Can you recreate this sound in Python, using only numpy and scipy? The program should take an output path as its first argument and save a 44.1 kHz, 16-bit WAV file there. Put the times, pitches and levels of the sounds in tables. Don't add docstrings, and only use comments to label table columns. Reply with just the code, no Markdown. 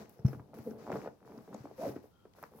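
import sys
import numpy as np
from scipy import signal
from scipy.fft import rfft, irfft
from scipy.io import wavfile

SR = 44100
rng = np.random.default_rng(int(sys.argv[2]) if len(sys.argv) > 2 else 0)


def generate_wav(sig):
    pcm = np.round(np.clip(np.atleast_2d(sig).T, -1, 1) * 32767).astype(np.int16)
    wavfile.write(sys.argv[1], SR, pcm)


def gain_from_db(level_db):
    decades = np.asarray(level_db, float) / 20
    return 10 ** decades


N = 114660

# frequency [Hz], density [dB per Hz].
ROOM_TONE = [(30, 5), (120, 1), (450, -10), (1000, -14.5), (2000, -29), (8000, -34), (16000, -33)]
# frequency [Hz], left over right [dB].
PORT_COLOUR = [(60, 0.5), (130, 1), (300, 0.3), (1300, -0.5), (2500, 9.5), (5500, 14), (9000, -5),
               (13000, 3)]
# frequency [Hz], left-right likeness [0-1].
PORT_LIKENESS = [(100, 0.58), (500, 0.25), (1500, 0.1), (4000, 0.032), (12000, 0.052)]
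# start [s], rise [s], hold [s], level [dB].
SQUEAKS = [
    (2.08, 0.06, 0.1, -77),
]
SQUEAK_BANDS = (1350, 3200)
# frequency [Hz], level [dB], 60 dB decay time [s].
FLOOR_MODES = [(132.7, -10.5, 0.2), (115, -5.5, 0.026), (120, -14, 0.093), (187, -11.5, 0.053)]
# time [s], level [dB].
ROCKS = [
    (.192, -48.5),
    (0.346, -46),
    (0.37, -43),
    (0.397, -44.5),
    (0.422, -57),
    (0.594, -45),
    (0.741, -56),
    (.928, -44),
    (1.602, -47),
    (1.889, -44.5),
]
# time [s], level [dB].
BLADE_TOUCHES = [
    (0.184, -70.5),
    (.196, -71),
    (0.251, -68),
    (.264, -56),
    (0.281, -60.5),
    (0.301, -73),
    (0.317, -78),
    (0.332, -72),
]
# frequency [Hz], level [dB], 60 dB decay time [s].
BLADE_MODES = [(5410, -4, 0.06), (5550, -5, 0.03), (5680, -6, .025), (5850, -10, .02), (11700, -8, .03),
               (13700, -6, .015)]
# frequency [Hz], level [dB], 60 dB decay time [s].
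SHELL_MODES = [(217.7, -0.5, 0.039), (293.2, -17, 0.16), (398, -3.5, 0.024), (459, -1.5, 0.029),
               (655, -5, 0.023), (815, -8.5, 0.021), (1154, -17, 0.0062), (1440, -19, 0.0045)]
# start [s], rise [s], hold [s], level [dB], fine sheen against it [dB].
SLIDES = [(-.05, 0.0052, 0.043, -58.5, -8), (.09, 0.0019, 0.055, -75, 4), (0.242, 0.011, 0.075, -68, 2),
          (0.539, 0.0019, 0.069, -68.5, 0), (0.604, 0.037, 0.062, -71.5, 6),
          (0.773, 0.013, 0.12, -67.5, -5.5), (0.913, 0.0034, 0.036, -61.5, -2.5),
          (0.958, 0.01, 0.069, -64, -6), (1.242, 0.016, 0.25, -73.5, -1.5), (1.512, 0.027, 0.07, -67, -6.5),
          (1.622, 0.011, 0.11, -74, -3.5), (1.727, 0.086, 0.072, -58.5, 0),
          (1.945, .01, 0.035, -74.5, -15.5), (2.01, 0.018, 0.015, -77, 5), (2.34, 0.023, 0.094, -70.5, 0.5),
          (2.463, 0.12, .05, -73.5, 10)]
# frequency [Hz], density [dB per Hz].
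RUB_COLOUR = [(900, 11.5), (2200, 0.5), (3200, -9), (4500, -6), (6000, -5), (8000, -8.5), (16000, -77)]
# frequency [Hz], density [dB per Hz].
SHEEN_COLOUR = [(5000, -36.5), (8000, -8), (9500, -1), (11500, 6), (14000, 4), (16000, 4.5)]
# start [s], rise [s], hold [s], level [dB].
GRIPS = [(-.05, 0.0085, 0.027, -38), (.05, .02, 0.045, -59.5), (.13, 0.04, 0.1, -56),
         (.245, 0.014, 0.092, -47), (.39, 0.0022, 0.13, -57), (.533, 0.0033, 0.055, -48.5),
         (.64, 0.016, 0.097, -47.5), (.76, 0.006, 0.15, -46), (.85, 0.054, 0.048, -34.5),
         (1.0, 0.015, 0.033, -42.5), (1.17, 0.058, .06, -56), (1.24, 0.055, 0.1, -48),
         (1.47, 0.0075, 0.077, -48), (1.635, 0.027, 0.041, -53), (1.78, 0.055, 0.062, -40),
         (1.955, 0.0016, 0.016, -49), (2.03, 0.0039, 0.03, -61.5), (2.24, 0.012, 0.023, -65.5),
         (2.35, 0.023, 0.026, -59.5), (2.5, 0.022, 0.086, -54.5)]
# time [s], peak [dB], pitch [Hz], bright edge against the peak [dB].
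SHELL_TAPS = [(0.189, -44.5, 375, -18), (0.247, -30.5, 183, -20), (0.281, -42, 213, -10.5),
              (0.328, -38, 303, -8), (0.396, -43.5, 220, -12), (0.532, -41.5, 502, -23),
              (0.584, -35.5, 233, -22), (0.709, -36.5, 225, -17.5), (0.917, -31.5, 484, -11.5),
              (0.928, -33, 175, -16), (0.955, -30.5, 300, -12.5), (1.058, -32, 447, -16),
              (1.072, -32, 467, -10.5), (1.375, -41.5, 223, -19), (1.526, -45, 270, -7),
              (1.545, -38, 215, -35), (1.64, -40, 245, -51), (1.654, -41.5, 240, -35),
              (1.671, -47.5, 315, -31), (1.71, -38.5, 380, -50), (1.96, -30.5, 246, -24.5),
              (2.039, -46.5, 410, -45), (2.251, -46, 352, -12), (2.383, -50, 450, -4),
              (2.4257, -38, 593, -16), (2.439, -46.5, 446, -30)]
# time [s], peak [dB], pitch [Hz].
TIP_TICKS = [(0.0943, -45.5, 13800), (0.2834, -55, 5540), (0.5485, -53, 14500), (0.586, -48, 14200),
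             (0.917, -53, 5600), (1.3773, -58.5, 5060), (1.544, -45, 6300), (2.3348, -63, 4430),
             (2.3365, -58, 2380), (0.708, -57, 4970), (2.4269, -44, 12700), (2.438, -51, 4600)]
# time of the peak [s], peak [dB], pitch [Hz].
RIM_SNAPS = [(.002, -65, 500), (.058, -53.5, 1330), (.26, -47, 700), (0.2662, -50, 1470),
             (0.2846, -47, 1790), (.334, -47.5, 1190), (0.3483, -51.5, 890), (.3968, -43, 680),
             (.5423, -46.5, 780), (.5878, -47, 605), (.829, -52, 910), (.868, -37.5, 627),
             (.8774, -35, 520), (.8863, -43, 650), (.8964, -40, 780), (.9036, -27, 480), (.9183, -34, 850),
             (.9275, -36, 1300), (.9424, -35, 650), (.9576, -34, 600), (.9661, -37, 600), (.9722, -40, 780),
             (.9952, -45, 620), (1.0065, -46, 920), (1.0176, -44, 1350), (1.0483, -40, 700),
             (1.0591, -50, 1340), (1.0754, -47, 890), (1.2056, -59, 880), (1.2287, -55, 870),
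             (1.25, -54, 880), (1.2772, -48, 750), (1.3063, -55, 750), (1.3215, -52, 900),
             (1.3879, -48, 650), (1.4137, -52, 650), (1.4782, -51, 700), (1.5292, -45, 780),
             (1.5479, -35, 480), (1.6557, -37, 520), (1.6733, -44.5, 600), (1.9603, -49, 1090),
             (1.9672, -51, 770), (1.9763, -49.5, 823.5), (2.0578, -51.5, 425), (2.3516, -54.5, 610),
             (2.3864, -51.5, 750), (2.4013, -63, 980), (2.4312, -44, 970), (2.438, -33, 880),
             (2.5268, -65, 1060), (2.5374, -51.5, 675), (2.588, -51, 620)]
# time [s], weave rate [Hz], level [dB], strong-weak share [0-1].
LACE_PULLS = [(.652, 440, -59.5, 1), (.675, 483.3, -33.5, 0.96), (.7, 432, -50, 1),
              (.725, 448, -55.5, 0.75), (1.77, 485.6, -100, 0), (1.787, 515.7, -43, 0.12),
              (1.835, 686, -36, 0.16), (1.86, 559.5, -38.5, 0.35), (1.875, 472, -35.5, 0.63),
              (1.9, 360, -48, 0.3), (1.93, 257, -63, .2)]

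GRIP_T60_S, SLIDE_T60_S, ROOM_T60_S = 0.23, 0.34, 0.24


def rms_one(x):
    return x / np.sqrt(np.mean(x ** 2) + 1e-20)


def highpass(x, order, hz):
    return signal.sosfilt(signal.butter(order, hz, "high", fs=SR, output="sos"), x)


def in_time(rows):
    s, *columns = np.transpose(rows)
    return [np.interp(np.arange(N) / SR, s, column) for column in columns]


def at_hz(points):
    hz = np.maximum(np.fft.rfftfreq(N, 1 / SR), 1)
    table_hz, value = np.transpose(points)
    return np.interp(np.log(hz), np.log(table_hz), value)


def drift(rate_hz):
    r = np.exp(-2 * np.pi * rate_hz * 40 / SR)
    noise = rng.standard_normal(N // 40 + 2002)
    slow = signal.lfilter([1], [1, -2 * r, r * r], noise)[2000:]
    return np.interp(np.arange(N) / 40, np.arange(len(slow)), rms_one(slow))


def ring(clicks, hz, t60):
    r = gain_from_db(-60 / (max(t60, .001) * SR))
    w = 2 * np.pi * hz / SR
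    return signal.lfilter([0, np.sin(w)], [1, -2 * r * np.cos(w), r * r], clicks + 1e-18)


def ring_modes(clicks, modes):
    return sum(gain_from_db(db) * ring(clicks, hz, t60) for hz, db, t60 in modes)


def click(s, db):
    out = np.zeros(N)
    out[(np.atleast_1d(s) * SR).astype(int)] = gain_from_db(db)
    return out


def grains(rate_per_s, scatter_db):
    sizes = gain_from_db(scatter_db * np.minimum(rng.exponential(1, N), 4)) * rng.choice([-1, 1], N)
    return sizes * (rng.random(N) < rate_per_s / SR)


def strokes(rows, t60):
    t = np.arange(N) / SR
    power = np.zeros(N)
    for s, rise, hold, db in rows:
        released_s = np.maximum(t - s - rise - hold, 0)
        swell = np.clip((t - s) / max(rise, .001), 0, 1) ** 2
        power += (gain_from_db(db - 60 * released_s / t60) * swell) ** 2
    return np.sqrt(power)


def stereo(pair, spectrum):
    mid, side = rfft(pair) * gain_from_db(at_hz(spectrum))
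    alike = np.clip(at_hz(PORT_LIKENESS), 0, 1)
    return rms_one(irfft(np.sqrt(1 + alike) * mid + np.sqrt(1 - alike) * side * [[1], [-1]], N))


def room_tone():
    return gain_from_db(-64.5) * stereo(rng.standard_normal((2, N)), ROOM_TONE)


def echoes(x):
    x = highpass(x, 2, 170)
    out = np.zeros((2, N))
    dull = np.exp(-2 * np.pi * 3600 / SR)
    lags = (rng.uniform(.006, .03, 12) * SR).astype(int)
    for k, lag in enumerate(lags):
        loop, state = x.copy(), [0.]
        gain = gain_from_db(-60 * lag / SR / ROOM_T60_S)
        for i in range(lag, N, lag):
            back, state = signal.lfilter([gain * (1 - dull)], [1, -dull], loop[i - lag:i], zi=state)
            loop[i:i + lag] += back[:N - i]
        out[k % 2] += (loop - x) * (-1) ** (k // 2)
    return gain_from_db(-15.5) * out


def squeak():
    air = np.zeros(N)
    for hz in SQUEAK_BANDS:
        air += rms_one(ring(rng.standard_normal(N), hz, 0.05)) * SQUEAK_BANDS[0] / hz
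    return strokes(SQUEAKS, GRIP_T60_S) * air


def thud():
    contact = np.hanning(int(0.0061 * SR))
    edge = np.diff(contact / contact.sum(), prepend=0) * 60.0
    hits = click(.2462, -7) + gain_from_db(9.5) * click(*np.transpose(ROCKS))
    return ring_modes(np.convolve(hits, edge)[:N], FLOOR_MODES)


def blade():
    s, db = np.transpose(BLADE_TOUCHES)
    out = np.zeros(N)
    for hz, level_db, t60 in BLADE_MODES:
        uneven_db = 3.4 * rng.standard_normal(len(s))
        out += ring(click(s, db + level_db + uneven_db), hz, t60)
    return out


def sliding():
    fibres_per_s = 10000
    flicker_db = -0.5 * drift(41)
    rub = stereo([grains(fibres_per_s, 4.34) for _ in range(2)], RUB_COLOUR)
    rub = rub * gain_from_db(6 + flicker_db)
    sheen = stereo([grains(fibres_per_s, 4.7) for _ in range(2)], SHEEN_COLOUR)
    sheen = sheen * gain_from_db(flicker_db + 0.8 * drift(35))
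    rub_rows = [row[:4] for row in SLIDES]
    sheen_rows = [(s, rise, hold, db + sheen_db) for s, rise, hold, db, sheen_db in SLIDES]
    return rub * strokes(rub_rows, SLIDE_T60_S) + sheen * strokes(sheen_rows, SLIDE_T60_S)


def creak():
    slips = grains(2500 * gain_from_db(1.5 * drift(30)), 3.5)
    slips = rms_one(slips) * strokes(GRIPS, GRIP_T60_S)
    out = np.zeros(N)
    for hz, db, t60 in SHELL_MODES:
        out += gain_from_db(db) * ring(slips * rng.standard_normal(N), hz, t60)
    hz, db, t60 = FLOOR_MODES[0]
    out += gain_from_db(db - 2.5) * ring(slips * rng.standard_normal(N), hz, t60)
    return out / 18.7


def taps():
    out, t = np.zeros(N + 2000), np.arange(2000) / SR
    edge = signal.butter(3, [888 * 0.85, 888 * 1.57], "band", fs=SR, output="sos")
    for s, db, hz, edge_db in SHELL_TAPS:
        rasp = rng.standard_normal(2000) ** 3 * np.exp(-t / 0.0067)
        cycles = hz * t + .5 * (1 - np.exp(-t * hz * 2))
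        swell = np.minimum(t * hz * 1.84, 1)
        sound = -gain_from_db(3.5 - 60 * t * hz / 9.3) * np.sin(2 * np.pi * cycles) * swell
        sound += gain_from_db(-14.5 + edge_db) * rms_one(signal.sosfilt(edge, rasp))
        sound += gain_from_db(-22) * rms_one(ring_modes(rasp, SHELL_MODES))
        i = int((s + 0.001978) * SR)
        out[i:i + 2000] += gain_from_db(db) * sound * np.cos(np.pi * t / t[-1] / 2)
    return out[:N]


def ticks():
    out, t = np.zeros((2, N)), np.arange(1200) / SR
    for s, db, hz in TIP_TICKS:
        band = signal.butter(1, [hz * 0.93, min(hz * 1.17, 18000)], "band", fs=SR, output="sos")
        puff = rms_one(signal.sosfilt(band, rng.standard_normal((2, 1200))))
        i = int(s * SR)
        out[:, i:i + 1200] += puff * gain_from_db(db - 6 - 60 * t / 0.017)
    return out


def snaps():
    out, t = np.zeros(N + 1000), np.arange(1000) / SR
    for s, db, hz in RIM_SNAPS:
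        cycles = hz * t + .6 * (1 - np.exp(-1.5 * hz * t))
        ping = gain_from_db(7 - 60 * t * hz / 5) * np.sin(2 * np.pi * cycles) * np.minimum(t * hz * 2, 1)
        rim = gain_from_db(-25.5 - 60 * t / 0.024) * np.sin(2 * np.pi * 2253 * t) * np.minimum(t * hz, 1)
        i = max(int((s - .6 / hz) * SR), 0)
        out[i:i + 1000] += gain_from_db(db) * (ping + rim)
    return signal.sosfilt(signal.butter(4, 2800, fs=SR, output="sos"), out[:N])


def zip_pull():
    rate_hz, level_db, uneven = in_time(LACE_PULLS)
    phase = 2 * np.pi * np.cumsum(rate_hz * (1 + .09 * drift(117.5))) / SR
    bumps = np.sin(phase) + 0.016 * np.sin(2 * phase)
    bumps += np.sin(phase / 2) * (uneven + .2 * drift(80))
    t = np.arange(N) / SR
    running = (t > LACE_PULLS[0][0]) * (t < LACE_PULLS[-1][0])
    return rms_one(bumps * gain_from_db(3.2 * drift(200))) * gain_from_db(level_db) * running


def scene():
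    shell = highpass(creak() + taps() + snaps(), 2, 143)
    boot = thud() + blade() + shell + zip_pull()
    return room_tone() + echoes(boot) + squeak() + boot + sliding() + ticks()


def roll_off(x):
    return signal.sosfilt(signal.butter(12, 15850, fs=SR, output="sos"), x)


def record(dry):
    dry = highpass(dry, 3, 69.7)
    tilt = gain_from_db(at_hz(PORT_COLOUR) * [[.5], [-.5]])
    lag = np.exp(-2j * np.pi * np.fft.rfftfreq(N, 1 / SR) * [[.00007], [0]])
    return roll_off(irfft(rfft(dry) * tilt * lag, N))


dry = scene()
out = record(dry)
generate_wav(out)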